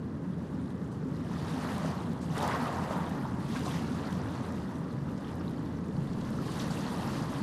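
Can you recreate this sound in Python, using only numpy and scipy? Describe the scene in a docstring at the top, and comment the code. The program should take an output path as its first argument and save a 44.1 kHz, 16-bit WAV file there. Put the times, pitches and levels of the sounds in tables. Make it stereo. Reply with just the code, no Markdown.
"""Ship, tug and small waves

A large ship and its tug run their diesels across a harbour, heard from the water's edge: filtered noise
makes the rumble, close sine tones beat over it, and more noise makes a distant roar.
Small waves wash in close by, from left and right: each builds, breaks and drains away in bands of
bubble pops, with ringing bubbles, droplet ticks and spatters of noise. Two light gusts of low noise
brush the microphone."""
import sys
import numpy as np
from scipy import signal
from scipy.fft import rfft, irfft, next_fast_len
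from scipy.io import wavfile
from scipy.ndimage import map_coordinates

SR = 44100
rng = np.random.default_rng(int(sys.argv[2]) if len(sys.argv) > 2 else 0)


def transcribe(signal):
    """Save signal, clipped to [-1, 1], as a 16-bit WAV file at the path in sys.argv[1]."""
    frames = np.atleast_2d(signal).T
    limited = np.clip(frames, -1, 1)
    pcm = np.round(limited * 32767).astype(np.int16)
    wavfile.write(sys.argv[1], SR, pcm)


N = 327222   # length in samples

# In every table, left-right level is positive to the left; levels come before the trims in scene().
# engine tones: f/Hz, rms level/dB before the level curve
ENGINE_TONES = [(68.6, -62.5), (84.1, -56.5), (87.5, -52), (109.9, -63.5), (137.3, -53.5), (160.5, -53),
                (164.8, -51.5), (174.5, -54.5), (193.5, -57), (211.6, -59), (250.6, -59)]
# colour of the exhaust rumble: f/Hz, relative density/dB per Hz
RUMBLE_COLOUR = [(30, -35), (55, -19), (70, -10), (98, -9.5), (112, -4), (140, -1), (185, 0), (225, -1.2),
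                 (280, -3.3), (320, -8), (380, -14.3), (520, -26), (900, -60), (2000, -100)]
# the engines as they carry over the water: t/s, rumble level/dB, change of the tones/dB
ENGINE_LEVEL = [(0, -35.8, -2), (1.7, -34.8, -1), (2.5, -35.6, 0), (3.5, -34, 0), (4.15, -34.3, 1.5),
                (4.85, -37.1, -.7), (6.1, -34.5, .5), (7.42, -33.7, .5)]
# direction of the ship: f/Hz, left-right level/dB
SHIP_SIDE = [(70, 7), (130, 5.3), (250, 3.0), (400, 0.5)]
# brief swells of the rumble: t/s, level/dB, f/Hz
THROBS = [(.29, -34.5, 183), (.63, -38, 269), (1.09, -36.5, 263), (1.53, -34, 160), (1.55, -37.5, 258),
          (1.69, -38, 253), (1.87, -34.5, 161), (2.31, -32, 161), (2.63, -36.5, 240), (3.0, -33.5, 178),
          (3.15, -37.5, 279), (3.24, -33.5, 134), (3.77, -34, 166), (4.14, -33.5, 188), (4.26, -37, 107),
          (5.02, -34.5, 140), (6.01, -34, 139)]
# colour of the distant harbour roar: f/Hz, relative density/dB per Hz
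HARBOUR_COLOUR = [(30, -40), (250, -6), (380, -.5), (450, 2), (560, -3.5), (720, -11), (1050, -10),
                  (1350, -15.2), (1750, -17.7), (2300, -29.3), (4500, -34.5), (7000, -39.5), (11000, -45),
                  (14000, -59)]
# loudness of the distant harbour roar: t/s, level/dB
HARBOUR_LEVEL = [(0, -48.5), (2.5, -48), (6.0, -46.2), (7.42, -47)]
# gusts on the microphone: strongest at t/s, rise/s, level/dB
GUSTS = [(3.0, .5, -59.5), (6.2, .95, -52.8)]
# colour of the wind: f/Hz, relative density/dB per Hz
WIND_COLOUR = [(10, -1), (20, 4), (45, -0.5), (90, -6), (200, -23.5), (2000, -110)]
# waves: breaks at t/s, rise/s, hold/s, fall/dB per s, churn level/dB, fizz level/dB, left-right level/dB
WAVES = [(.48, .3, .1, 4, -61, -68, -2.5), (1.66, .45, .17, 24, -41.6, -51.3, -4.2),
         (2.41, .11, .11, 16, -34.7, -47.4, .5), (2.9, .17, .04, 38, -41, -57, .5),
         (3.57, .15, .16, 32, -45.5, -49.4, -4.3), (4.05, .3, .22, 11.5, -45, -56.3, -5.2),
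         (5.27, .25, .12, 8, -51.8, -62.5, 1.6), (6.26, .27, .1, 15, -50.5, -58.3, -1),
         (6.64, .29, .15, 16, -44.3, -49.8, -1), (7.08, .3, .15, 6, -43.5, -52.3, -3.5)]
# colour of the wash when churn, fizz and spray are equally strong: f/Hz, relative level/dB
WASH_COLOUR = [(260, -9), (420, 1), (520, 1.2), (680, .3), (1000, 2.6), (1380, -5.5), (1750, -3.2),
               (2250, -9.2), (3200, -5), (4500, -4.8), (6800, -7.4), (9000, -5.6), (11300, -8.8),
               (13300, -25.5)]
# left-right likeness of the water: f/Hz, correlation/1
WATER_LIKENESS = [(400, .88), (1100, 0.88), (2200, .73), (3600, .76), (5500, .56), (8000, .5), (13000, .6)]
# single bubbles and drops: t/s, peak level/dB, f/Hz, 60 dB decay/s
BUBBLES = [(1.673, -36, 3980, .007), (1.691, -33, 810, .04), (1.847, -26.5, 600, .045),
           (2.374, -30, 420, .05), (2.409, -29, 850, .04), (2.541, -26, 1040, .04), (2.909, -21, 630, .022),
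           (2.939, -30, 1100, .025), (3.253, -26, 890, .02), (3.551, -33, 1040, .04),
           (3.562, -35, 1560, .035), (3.663, -32, 4000, .01), (3.662, -31, 710, .05),
           (3.680, -31, 1030, .04), (3.710, -36, 3220, .02), (4.911, -48, 4150, .014),
           (5.246, -41, 3100, .012), (5.480, -37.5, 3900, .009), (5.967, -44, 4430, .008),
           (6.387, -34.5, 1300, .035), (6.491, -33.5, 1060, .04), (6.596, -37, 5800, .016),
           (6.600, -36, 3760, .018), (6.704, -34, 800, .04), (6.707, -39, 4570, .02),
           (7.075, -42, 5100, .02), (7.332, -28, 1130, .02)]
# pitch of the air pockets that the waves fold in: t/s, f/Hz
GURGLE_PITCH = [(1.5, 1050), (1.8, 850), (2.46, 820), (2.52, 1150), (2.74, 850), (2.95, 1020)]
# drips near the shore, strongest as the late wave builds and breaks: t/s, level/dB
DRIP_LEVEL = [(0, -67), (1.5, -56), (4.6, -66), (5.1, -56.5), (6.0, -55.5), (6.6, -47), (7.42, -53)]
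# slaps and spatters on the shore: t/s, level/dB, 60 dB decay/s, centre f/Hz
SPATTERS = [(.91, -58, .22, 5500), (1.68, -39, .17, 850), (1.856, -49, .08, 3800), (2.21, -51, .22, 5400),
            (2.358, -35.5, .12, 1100), (2.379, -36, .02, 6500), (2.414, -42.5, .2, 4000),
            (2.415, -33.5, .25, 600), (2.505, -33, .2, 1100), (2.908, -36, .06, 650),
            (2.975, -51, .03, 10000), (3.555, -39.5, .1, 1700), (3.650, -45, .17, 5200),
            (3.645, -40, .25, 600), (3.735, -43, .14, 1400), (5.177, -52, .03, 4200),
            (5.352, -58, .05, 10000), (5.404, -42.5, .13, 900), (5.509, -52, .015, 7500),
            (6.515, -45, .06, 4800), (6.590, -41.5, .18, 3700), (6.700, -45, .16, 4400),
            (7.135, -47, .1, 3200)]
# the left port of the microphone is a little brighter: f/Hz, left-right level/dB
PORT_BALANCE = [(1500, 0), (4000, .3), (9000, 1.7)]

# delay of the left port: for water straight ahead, and per dB that it lies to the right
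PORT_LAG_S, LAG_S_PER_DB = 1.9e-5, 1.4e-6
# the water between waves laps straight ahead
LAPPING_CHURN_DB, LAPPING_FIZZ_DB = -56.5, -69.7
# big bubbles come a little after the small ones; fine spray keeps in step with the fizz
CHURN_LAG_S, SPRAY_BELOW_FIZZ_DB = .04, 7.2
GUST_HOLD_S, GUST_FALL_DB_PER_S, BREEZE_DB = .2, 7.5, -74.5
CUTOFF_HZ = 14200


def from_db(db):
    """Decibels to gain."""
    return 10 ** (np.asarray(db) / 20)


def rms_one(x):
    """Scale to unit rms."""
    return x / np.sqrt(np.mean(x ** 2) + 1e-20)


def in_time(rows):
    """Each column of a curve at every sample."""
    s, *columns = np.transpose(rows)
    return [np.interp(np.arange(N) / SR, s, c) for c in columns]


def at_hz(points, hz):
    """Read a table on a log-frequency axis."""
    table_hz, values = np.transpose(points)
    return np.interp(np.log(hz + 1e-9), np.log(table_hz), values)


def drift(rate_hz):
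    """Slow random wander with spread 1: low-passed noise, drawn at every 40th sample."""
    r = np.exp(-80 * np.pi * rate_hz / SR)
    raw = rng.standard_normal(N // 40 + 2002)
    slow = signal.lfilter([1], [1, -2 * r, r * r], raw)[2000:]   # skip the filter's settling
    return np.interp(np.arange(N) / 40, np.arange(len(slow)), rms_one(slow))


def panned(side_db):
    """Left and right gains for a level difference."""
    return from_db(np.array([[1], [-1]]) * side_db / 2)


def stereo(pair, alike):
    """Two unrelated signals become left and right with a given likeness."""
    alike = np.clip(alike, -1, 1)
    middle = np.sqrt((1 + alike) / 2) * pair[0]
    sides = np.sqrt((1 - alike) / 2) * pair[1] * [[1], [-1]]
    return middle + sides


def shaped(x, gain_at):
    """Filter by a gain given as a function of frequency."""
    size = next_fast_len(N)
    hz = np.arange(size // 2 + 1) * SR / size
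    return irfft(rfft(x, size) * gain_at(hz), size)[..., :N]


def noise(colour, alike):
    """Stereo noise of a given colour, rms 1."""
    white = stereo(rng.standard_normal((2, N)), alike)
    return rms_one(shaped(white, lambda hz: from_db(at_hz(colour, hz))))


def swell(peak_s, rise_s, hold_s, fall_db_per_s):
    """Power of a surge: it gains its last 10 dB in the rise time, holds, then dies away evenly in dB."""
    t = np.arange(N) / SR - peak_s
    rise_db = -10 * (np.minimum(t, 0) / rise_s) ** 2
    fall_db = fall_db_per_s * np.maximum(t - hold_s, 0)
    return from_db(rise_db - fall_db) ** 2


def pops(per_s, spread_db):
    """Two random trains of bursting bubbles, many small and few large, with steady mean power."""
    chance = np.clip(per_s / SR, 1e-6, 1)
    side, at = np.nonzero(rng.random((2, N)) < chance)
    sizes = from_db(spread_db * np.minimum(rng.exponential(1, len(at)), 4))
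    out = np.zeros((2, N))
    out[side, at] = sizes * rng.choice([-1, 1], len(at)) / np.sqrt(chance[at])
    return rms_one(out)


def engines(tone_db, rumble_db, wander_hz, fading, unsteady_db):
    """Exhaust rumble and engine orders, which fade in and out on their way over the water."""
    rumble, tones = in_time(ENGINE_LEVEL)
    tone_gain = from_db(tones + tone_db)
    rumble_gain = from_db(rumble + rumble_db + unsteady_db * drift(5.0))
    out = rumble_gain * noise(RUMBLE_COLOUR, alike=.82) + throbs(throb_db=-1.6)
    for hz, db in ENGINE_TONES:
        turns = np.cumsum(hz + wander_hz * drift(1.0)) / SR + rng.random()
        tone = from_db(db) * np.sqrt(2) * np.sin(2 * np.pi * turns)
        out = out + tone_gain * tone * (1 + fading * drift(1.4))
    return shaped(out, lambda hz: panned(at_hz(SHIP_SIDE, hz)))


def harbour(unsteady_db):
    """Distant harbour roar: coloured noise whose level wanders a little."""
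    level_db = in_time(HARBOUR_LEVEL)[0] + unsteady_db * drift(3.3)
    return from_db(level_db) * noise(HARBOUR_COLOUR, alike=.78)


def wind(flutter_db):
    """Gusts rise out of a faint breeze and rumble almost independently in each port."""
    power = from_db(BREEZE_DB) ** 2
    for s, rise_s, db in GUSTS:
        power = power + from_db(db) ** 2 * swell(s, rise_s, GUST_HOLD_S, GUST_FALL_DB_PER_S)
    strength = np.sqrt(power) * from_db(flutter_db * drift(5.4))
    return strength * noise(WIND_COLOUR, alike=.1) * panned(side_db=3.0)


def surf():
    """Powers of the waves add up to churn dB and fizz dB; direction is their average weighted by fizz."""
    churn, fizz, side = from_db(LAPPING_CHURN_DB) ** 2, from_db(LAPPING_FIZZ_DB) ** 2, 0
    for s, rise_s, hold_s, fall, churn_db, fizz_db, side_db in WAVES:
        churn = churn + from_db(churn_db) ** 2 * swell(s + CHURN_LAG_S, rise_s, hold_s, fall)
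        foam = from_db(fizz_db) ** 2 * swell(s, rise_s, hold_s, fall)
        fizz = fizz + foam
        side = side + side_db * foam
    return 10 * np.log10(churn), 10 * np.log10(fizz), side / fizz


def wash(churn, fizz, wash_db, pops_per_s, patchy_db, slosh_db, grain,
         churn_hz=1400, fizz_hz=3200, spray_hz=9000):
    """Clouds of bubbles ring in third-octave size classes; a stronger wave makes more of them."""
    spray = fizz - SPRAY_BELOW_FIZZ_DB
    slosh = slosh_db * drift(14)   # the small bubbles come in clumps
    crowd = pops_per_s * from_db(fizz - np.mean(fizz))
    grain = np.clip(grain, 0, 1)   # share of pops against smooth noise
    edges = 250 * 2 ** (np.arange(19) / 3)
    anchors = np.log([churn_hz, fizz_hz, spray_hz])
    out = np.zeros((2, N))
    for low, high in zip(edges, edges[1:]):
        hz = np.sqrt(low * high)
        # big bubbles follow the churn, small ones the fizz, the finest the spray
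        big, small, fine = [np.interp(np.log(hz), anchors, row) for row in np.eye(3)]
        level_db = big * churn + small * (fizz + slosh) + fine * (spray + slosh)
        level_db = level_db + patchy_db * drift(12.5)
        popping = np.sqrt(grain) * pops(crowd, spread_db=3.5)
        bursts = popping + np.sqrt(1 - grain) * rng.standard_normal((2, N))
        band = signal.butter(2, [low, high], "band", fs=SR, output="sos")
        rings = stereo(signal.sosfilt(band, bursts), at_hz(WATER_LIKENESS, hz))
        out += from_db(level_db + at_hz(WASH_COLOUR, hz) + wash_db) * rings
    return out


def bubble(db, hz, t60, rise=.06, pinch_s=.00015):
    """A lone bubble pinches off, rings and climbs in pitch as it nears the surface."""
    t = np.arange(SR // 12) / SR
    envelope = (1 - np.exp(-t / pinch_s)) * from_db(db - 60 * t / t60)
    return envelope * np.sin(2 * np.pi * hz * (t + rise * t * t / t60))


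def strays(level_db, centre_hz, octaves, per_s, cycles, spread_db):
    """Rows for bubbles born at random around a pitch; a few are much louder than the rest."""
    rows, draws = [], rng.random((3000, 4))
    for when, size, luck, born in draws:
        if born < per_s * N / SR / len(draws):
            at = int(when * N)
            hz = centre_hz[at] * 2 ** (octaves * (size - .5))
            db = level_db[at] - spread_db * np.log(luck + .02)
            rows.append((at / SR, db, hz, cycles / hz))   # each rings for so many cycles
    return rows


def bubbles(churn, fizz, gurgle_db, crackle_db, crackle_hz):
    """Big bubbles gurgle with the churn, small ones crackle with the fizz, sparse drips plink on their own curve."""
    gurgle_hz, small_hz = in_time(GURGLE_PITCH)[0], np.full(N, crackle_hz)
    drip_db = in_time(DRIP_LEVEL)[0]
    gurgle = strays(churn + gurgle_db, gurgle_hz, octaves=.6, per_s=150, cycles=28, spread_db=1.4)
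    crackle = strays(fizz + crackle_db, small_hz, octaves=1.5, per_s=130, cycles=32, spread_db=3.1)
    drips = strays(drip_db, small_hz, octaves=1.2, per_s=32, cycles=36, spread_db=3.0)
    out = np.zeros(N + SR)
    for s, db, hz, t60 in list(BUBBLES) + gurgle + crackle + drips:
        ring, at = bubble(db, hz, t60), round(s * SR)
        out[at:at + len(ring)] += ring
    return out[:N]


def drops(fizz, drop_db, per_s, spread_db, low_hz=3500, high_hz=13000):
    """Falling droplets tick sharply on the surface: single impulses through a bright band."""
    band = signal.butter(1, [low_hz, high_hz], "band", fs=SR, output="sos")
    landings = stereo(pops(np.full(N, per_s), spread_db), alike=.6)
    return from_db(fizz + drop_db) * signal.sosfilt(band, landings + 1e-18)


def throbs(throb_db, spread_s=.032):
    """Now and then the rumble swells for a moment around one pitch: a sine under a bell curve."""
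    out = np.zeros(N)
    for s, db, hz in THROBS:
        t = np.arange(N) / SR - s
        near = np.abs(t) < .2
        t = t[near]
        bell = from_db(db + throb_db) * np.exp(-.5 * (t / spread_s) ** 2)
        out[near] += bell * np.sqrt(2) * np.sin(2 * np.pi * (hz * t + rng.random()))
    return out


def spatters(spatter_db, width=1.7, swell=.04, drops_per_s=7000):
    """Thrown water lands in short bursts, dull for a slap and bright for fine spray."""
    out, t = np.zeros((2, N + SR)), np.arange(SR // 4) / SR
    for s, db, t60, hz in SPATTERS:
        low, high = hz / width, min(hz * width, SR / 2 - 1000)
        band = signal.butter(2, [low, high], "band", fs=SR, output="sos")
        droplets = rng.standard_normal((2, len(t))) * (rng.random(len(t)) < drops_per_s / SR)
        burst = rms_one(signal.sosfilt(band, stereo(droplets, at_hz(WATER_LIKENESS, hz))))
        at = round(s * SR)
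        landing = 1 - np.exp(-t / (swell * t60))   # a longer splash also takes longer to land
        out[:, at:at + len(t)] += burst * landing * from_db(db + spatter_db - 60 * t / t60)
    return out[:, :N]


def at_ports(water, side_db):
    """Water on the right is louder in the right port and reaches the left one later."""
    left, right = shaped(water * panned(side_db), lambda hz: panned(at_hz(PORT_BALANCE, hz)))
    lag_s = PORT_LAG_S - LAG_S_PER_DB * side_db
    late_left = map_coordinates(left, [np.arange(N) - lag_s * SR], order=5)
    return np.array([late_left, right])


def scene():
    """Ship and harbour far off, water close by, wind on the ports."""
    ships = engines(tone_db=.5, rumble_db=-.7, wander_hz=.2, fading=.3, unsteady_db=.6)
    far = ships + harbour(unsteady_db=.6)
    churn, fizz, side_db = surf()
    waves = wash(churn, fizz, wash_db=11.8, pops_per_s=400, patchy_db=1.5, slosh_db=1.15, grain=.45)
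    ringing = bubbles(churn, fizz, gurgle_db=-2.2, crackle_db=3.5, crackle_hz=4300)
    ticks = drops(fizz, drop_db=-11.5, per_s=22, spread_db=3.8)
    water = at_ports(waves + ringing + ticks + spatters(spatter_db=2.0), side_db)
    return far + water + wind(flutter_db=2.0)


def record(dry):
    """A steep elliptic low-pass cuts the top."""
    return signal.sosfilt(signal.ellip(10, .2, 80, CUTOFF_HZ, fs=SR, output="sos"), dry)


dry = scene()
out = record(dry)
transcribe(out)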